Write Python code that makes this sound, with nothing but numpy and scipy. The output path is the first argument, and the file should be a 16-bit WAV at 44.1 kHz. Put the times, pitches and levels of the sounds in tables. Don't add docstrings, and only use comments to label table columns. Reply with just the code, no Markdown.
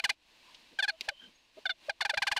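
import sys
import numpy as np
from scipy import signal
from scipy.fft import rfft, irfft
from scipy.io import wavfile
from scipy.ndimage import uniform_filter1d

SR = 44100
rng = np.random.default_rng(int(sys.argv[2]) if len(sys.argv) > 2 else 0)


def dump_mix(stems):
    frames = np.atleast_2d(stems).T
    limited = np.clip(frames, -1, 1)
    pcm = np.round(limited * 32767).astype(np.int16)
    wavfile.write(sys.argv[1], SR, pcm)


N = 105707


def from_db(db):
    return 10 ** (np.asarray(db) / 20)


def rms_one(x):
    return x / np.sqrt(np.mean(x ** 2) + 1e-20)


def add(out, time, x):
    i = int(round(time * SR))
    x = x[max(-i, 0):max(len(out) - i, 0)]
    out[max(i, 0):max(i, 0) + len(x)] += x


def resonance(x, hz, width_hz):
    r = np.exp(-np.pi * width_hz / SR)
    feedback = [1, -2 * r * np.cos(2 * np.pi * hz / SR), r * r]
    return signal.lfilter(np.array([1, 0, -1]) * (1 - r * r) / 2, feedback, x + 1e-18)


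def low_pass(x, hz):
    return signal.sosfilt(signal.butter(2, hz, fs=SR, output="sos"), x)


def high_pass(x, hz):
    return signal.sosfilt(signal.butter(2, hz, "high", fs=SR, output="sos"), x)


def coloured_noise(points):
    hz, db = np.transpose(points)
    freqs = np.maximum(np.arange(N // 2 + 1) * SR / N, 1)
    gains = from_db(np.interp(np.log(freqs), np.log(hz), db))
    return rms_one(irfft(rfft(rng.standard_normal(N)) * gains, N))


def swell(length):
    return np.sin(np.pi * np.arange(int(length * SR)) / (length * SR)) ** 2


def narrow_swell(time, length, db, hz, width_hz):
    out, shape = np.zeros(N), swell(length)
    band = resonance(rng.standard_normal(N), hz, width_hz)
    band = rms_one(resonance(band, hz, width_hz))
    add(out, time, from_db(db) * shape * band[-len(shape):])
    return out


# (time [s], length [s], level [dB], start pitch [Hz], middle pitch [Hz],
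# end pitch [Hz], roughness [0 smooth, 1 or more fully rough], lowest tone boost [dB],
# upper overtone boost [dB], singing overtone [Hz], its boost [dB], treble boost [dB], fade [dB])
CRANE_PULSES = [ (-.010, 0.0092, -24, 965, 812, 756, 0.74, 3.5, 9, 2474, 7, -3, 2),
                (0.0374, 0.019, -23, 1128, 952, 798, 0.71, 0, -1, 2880, 8.5, 8, 4.5),
                (0.0901, 0.014, -24.5, 1216, 973.4, 776, 0.71, 4.5, 8, 2050, 10, 4, 0.5),
                (0.7854, 0.016, -25.5, 820, 791.6, 727, 0.08, -6, -7, 3440, 17.5, 2.5, 2.5),
                (0.8217, 0.027, -26.5, 900, 846.5, 753, 0.26, -3.5, -3.5, 3370, 13.5, 4.5, 3.5),
                (0.8763, 0.023, -27.5, 865.5, 851, 734.5, 0.51, -5.5, -2, 4330, 9.5, -2, 0.5),
                (1.083, 0.01, -23.5, 900, 826, 760, 0.77, 2.5, 3.5, 2220, 3, -1, 4.5),
                (1.6519, 0.013, -26, 791, 758, 708, 0.25, -5.5, -7.5, 3670, 15.5, -6, 3.5),
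                (1.6907, 0.021, -28, 787, 734, 707, .45, -8, -6.5, 3770, 18, -9, 4.5),
                (1.8916, 0.011, -24, 838, 821, 722, 0.64, 4.5, 2, 2410, -1, -6, 6.5),
                (2.0046, 0.021, -26, 1180, 831, 715.4, 0.52, 5.5, 0, 3720, 8.5, 1.5, 6.5),
                (2.0469, 0.014, -27.5, 1040, 825.5, 789, 0.76, 6.5, 2.5, 2450, 2, -1.5, 1.5),
                (2.0912, .017, -24, 970, 868, 762, 0.48, 4.5, 1, 3600, 5, 0, 6.5),
                (2.1361, 0.0092, -33.5, 682, 640, 691, 1.12, -6.5, -2.5, 2180, 0, -6, -1.5),
                (2.1699, 0.01526, -23, 1050, 811.3, 797, 0.73, 5.5, 3, 2390, 3.5, -3.5, 7),
                (2.2178, 0.017, -24.5, 1183, 871, 755, 0.77, 4, 1.5, 2640, 5, 0, 5),
                (2.2658, 0.019, -26, 1326, 900, 805, 0.65, 4, -1, 2870, 8.5, 5.5, 2.5),
                (2.3122, 0.017, -26.5, 1185, 877, 808, 0.83, 4.5, 0, 2950, 8, 5, 2.5),
                (2.3613, 0.02, -26.5, 1115, 925, 732, 0.62, 8.5, 1.5, 2980, 10.5, 6, 5.5)]


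def crane_calls():
    out = np.zeros(N)
    for time, *shape in CRANE_PULSES:
        add(out, time, pulse(rng.standard_normal((4, SR // 2)), *shape))
    return out


ATTACK_S, SWELL_S, RELEASE_S, TAIL_S = 0.0022, 0.0032, 0.0025, 0.031
ROUGH_AT_START = 0.15
HOLD_DB, EVEN_S = -7.5, 0.002
CHOKE_DB, CHOKE_S = 5.5, 0.0013
PUFF_DB, PUFF_HZ = -22.5, 159
THROAT_DB, THROAT_HZ, THROAT_WIDTH_HZ = -27, 605, 294


def pulse(noise, length, level_db, start_hz, middle_hz, end_hz, rough,
          fundamental_db, overtone_db, singing_hz, singing_db, treble_db, fade_db):
    t = np.arange(int((length + TAIL_S) * SR)) / SR
    *wobble, air = noise[:, :len(t)]
    progress, after_end = np.minimum(t / length, 1), np.maximum(t - length, 0)
    rough = np.clip(rough, 0, 1)
    roughness = rough * (ROUGH_AT_START + (1 - ROUGH_AT_START) * np.minimum(4.8 * progress, 1) ** 2)
    effort = np.minimum(t / ATTACK_S, 1) * np.exp(-after_end / RELEASE_S)
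    buzz = membranes(t, wobble, length, start_hz, middle_hz, end_hz, roughness,
                     fundamental_db, overtone_db)
    voice = windpipe(effort * buzz, singing_hz, singing_db, treble_db)
    strength = np.sqrt(np.abs(uniform_filter1d(voice ** 2, int(EVEN_S * SR))))
    voice = voice / np.maximum(strength, strength.max() * from_db(HOLD_DB))
    choke_db = CHOKE_DB * rough * np.minimum(after_end / CHOKE_S, 1)
    envelope = np.minimum(t / SWELL_S, 1) * from_db(-fade_db * progress ** 2 - choke_db)
    puff = from_db(PUFF_DB) * rough ** 3 * effort * rms_one(low_pass(air, PUFF_HZ))
    rush = resonance(effort * air, THROAT_HZ, THROAT_WIDTH_HZ) / np.sqrt(np.pi * THROAT_WIDTH_HZ / SR)
    return from_db(level_db) * (envelope * voice + puff + from_db(THROAT_DB) * rush)


OVERTONE_DB_PER_OCTAVE, BLOOM_S = -1.5, 0.0065
PITCH_WOBBLE, LEVEL_WOBBLE, WOBBLE_HZ = 0.073, 0.5, 900
RASP_DB, RASP_FROM_HZ = -7, 1100


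def membranes(t, noise, length, start_hz, middle_hz, end_hz, roughness, fundamental_db, overtone_db):
    jitter, shimmer, rasp = noise
    middle_share = np.clip((middle_hz - end_hz) / (start_hz - end_hz + 1e-6), .08, .8)
    bend = np.log(middle_share) / np.log(.5)
    hz = end_hz + (start_hz - end_hz) * np.maximum(1 - t / length, 0) ** bend
    hz = hz * (1 + PITCH_WOBBLE * roughness * rms_one(low_pass(jitter, WOBBLE_HZ)))
    phase = 2 * np.pi * np.cumsum(hz) / SR
    k = np.arange(1, 22)[:, None]
    bloom = np.minimum(t / BLOOM_S, 1)
    levels_db = OVERTONE_DB_PER_OCTAVE * np.log2(k) + fundamental_db * (k == 1) + overtone_db * (k > 2)
    gains = from_db(levels_db) * bloom ** np.log(k)
    tone = (gains * (k * hz < SR / 2) * np.cos(k * phase)).sum(axis=0)
    tone = tone * (1 + LEVEL_WOBBLE * roughness * rms_one(low_pass(shimmer, WOBBLE_HZ)))
    return tone + from_db(RASP_DB + overtone_db) * roughness * bloom * high_pass(rasp, RASP_FROM_HZ)


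TREBLE_FROM_HZ, TREBLE_TO_HZ = 5400, 15800
# (pitch [Hz], width [Hz], level [dB])
WINDPIPE_RINGS = [(660, 23, -2.5), (816, 70.5, -6), (1050, 375, -11.5), (1539.6, 98, 6), (1732, 137, 4.5),
                  (2109, 177, 1.5), (2423, 96, 2), (2885, 206, -2.5), (3534, 90, 1.5), (3996, 69, -2),
                  (4335, 132, 1.5), (4725, 465, -5), (6000, 970, -13.5), (7400, 1230, -19.5),
                  (8980, 540, -16.5), (11460, 4500, -31)]


def windpipe(x, singing_hz, singing_db, treble_db):
    x = sum((-1) ** i * from_db(db) * resonance(x, hz, width)
            for i, (hz, width, db) in enumerate(WINDPIPE_RINGS))
    x = x + (from_db(singing_db) - 1) * resonance(x, singing_hz, width_hz=280)
    bass = low_pass(low_pass(x, TREBLE_FROM_HZ), TREBLE_FROM_HZ)
    treble = high_pass(high_pass(x, TREBLE_FROM_HZ), TREBLE_FROM_HZ)
    return low_pass(bass + from_db(treble_db) * treble, TREBLE_TO_HZ)


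# (time [s], length [s], level [dB], pitch [Hz])
LOW_NOTES = [(0.906, 0.068, -56.5, 647), (1.08, 0.0079, -37, 660), (1.107, 0.031, -53.5, 575),
             (1.568, 0.027, -48.5, 628), (1.8827, .015, -33, 594), (2.1325, 0.017, -34, 607)]


def low_notes(overtone_db=-21):
    out = np.zeros(N)
    for time, length, db, hz in LOW_NOTES:
        shape = swell(length)
        phase = 2 * np.pi * hz * np.arange(len(shape)) / SR
        tone = np.sin(phase) + from_db(overtone_db) * np.sin(2 * phase)
        add(out, time, from_db(db) * np.sqrt(2) * shape * tone)
    return out


# (time [s], level before the low cut [dB], fade time [s])
TICKS = [(0.546, -46.5, 0.0076), (1.0094, -26.5, 0.0041)]
# (frequency [Hz], level [dB])
TICK_COLOUR = [(88, -54), (150, -20), (350, 2.5), (1640, -28), (2230, -4.5), (3540, -2), (5300, -10),
               (6810, -24), (10200, -34), (15000, -50)]


def ticks(low_cut_hz=1190):
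    out, t = np.zeros(N), np.arange(SR // 20) / SR
    for time, db, decay in TICKS:
        add(out, time, from_db(db) * np.exp(-t / decay) * coloured_noise(TICK_COLOUR)[:len(t)])
    return high_pass(out, low_cut_hz)


# (time [s], length [s], level [dB], centre pitch [Hz])
RUSTLES = [(0.705, 0.054, -60, 312), (1.003, 0.02, -55, 310), (1.189, .14, -62, 222),
           (1.561, 0.049, -54, 343)]


def rustles():
    return sum(narrow_swell(*row, width_hz=240) for row in RUSTLES)


# (time [s], length [s], level [dB], pitch [Hz])
WHISTLES = [(0.429, 0.13, -67, 1020), (.90, .17, -68, 3030), (1.019, 0.23, -64.5, 3060),
            (1.129, 0.2, -57, 3100), (1.176, .11, -61.5, 1566), (1.337, 0.042, -72, 6550),
            (1.383, 0.0385, -75.5, 6500), (1.425, 0.036, -78, 6500)]


def whistles():
    return sum(narrow_swell(*row, width_hz=190) for row in WHISTLES)


# (time [s], level [dB])
HISS_LEVEL = [(0, -65.5), (0.118, -56), (0.153, -74.5), (.29, -64.5), (.5, -59.5), (.68, -62), (.77, -62.5),
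              (0.969, -66.5), (1.052, -53.5), (1.13, -68), (1.24, -61.5), (1.38, -67.5), (1.52, -68.5),
              (1.588, -60.5), (1.74, -70.5), (1.872, -55.5), (1.931, -70), (1.975, -67.5), (2.03, -65),
              (2.4, -58)]
# (frequency [Hz], level [dB])
HISS_COLOUR = [(59, -32), (100, -18.5), (129, -14.5), (255, -3.5), (295, -5.5), (389, -10), (648, -4),
               (705, -7.5), (1030, -3), (1330, -13), (1520, -6.5), (2130, -5), (2750, 1), (3190, -3.5),
               (4020, -2), (5770, -12), (16000, -30.5)]
RUMBLE_COLOUR = [(12, -18), (20, -2), (203, -22.5), (258, -24), (344, -11.5), (400, -34.5),
                 (520, -25), (880, -120)]


def field(rumble_db=-79):
    hiss_db = np.interp(np.arange(N) / SR, *np.transpose(HISS_LEVEL))
    hiss = from_db(hiss_db) * coloured_noise(HISS_COLOUR)
    return hiss + from_db(rumble_db) * coloured_noise(RUMBLE_COLOUR)


def scene():
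    faint_sounds = rustles() + whistles()
    return (crane_calls() + low_notes() + ticks() + faint_sounds + field())[None]


PEAK_LIMIT, TOP_CUT_HZ = 0.13, 16600


def record(dry):
    rounded = PEAK_LIMIT * dry / (PEAK_LIMIT ** 4 + dry ** 4) ** (1 / 4)
    return signal.sosfilt(signal.cheby2(12, 60, TOP_CUT_HZ, fs=SR, output="sos"), rounded)


dry = scene()
out = record(dry)
dump_mix(out)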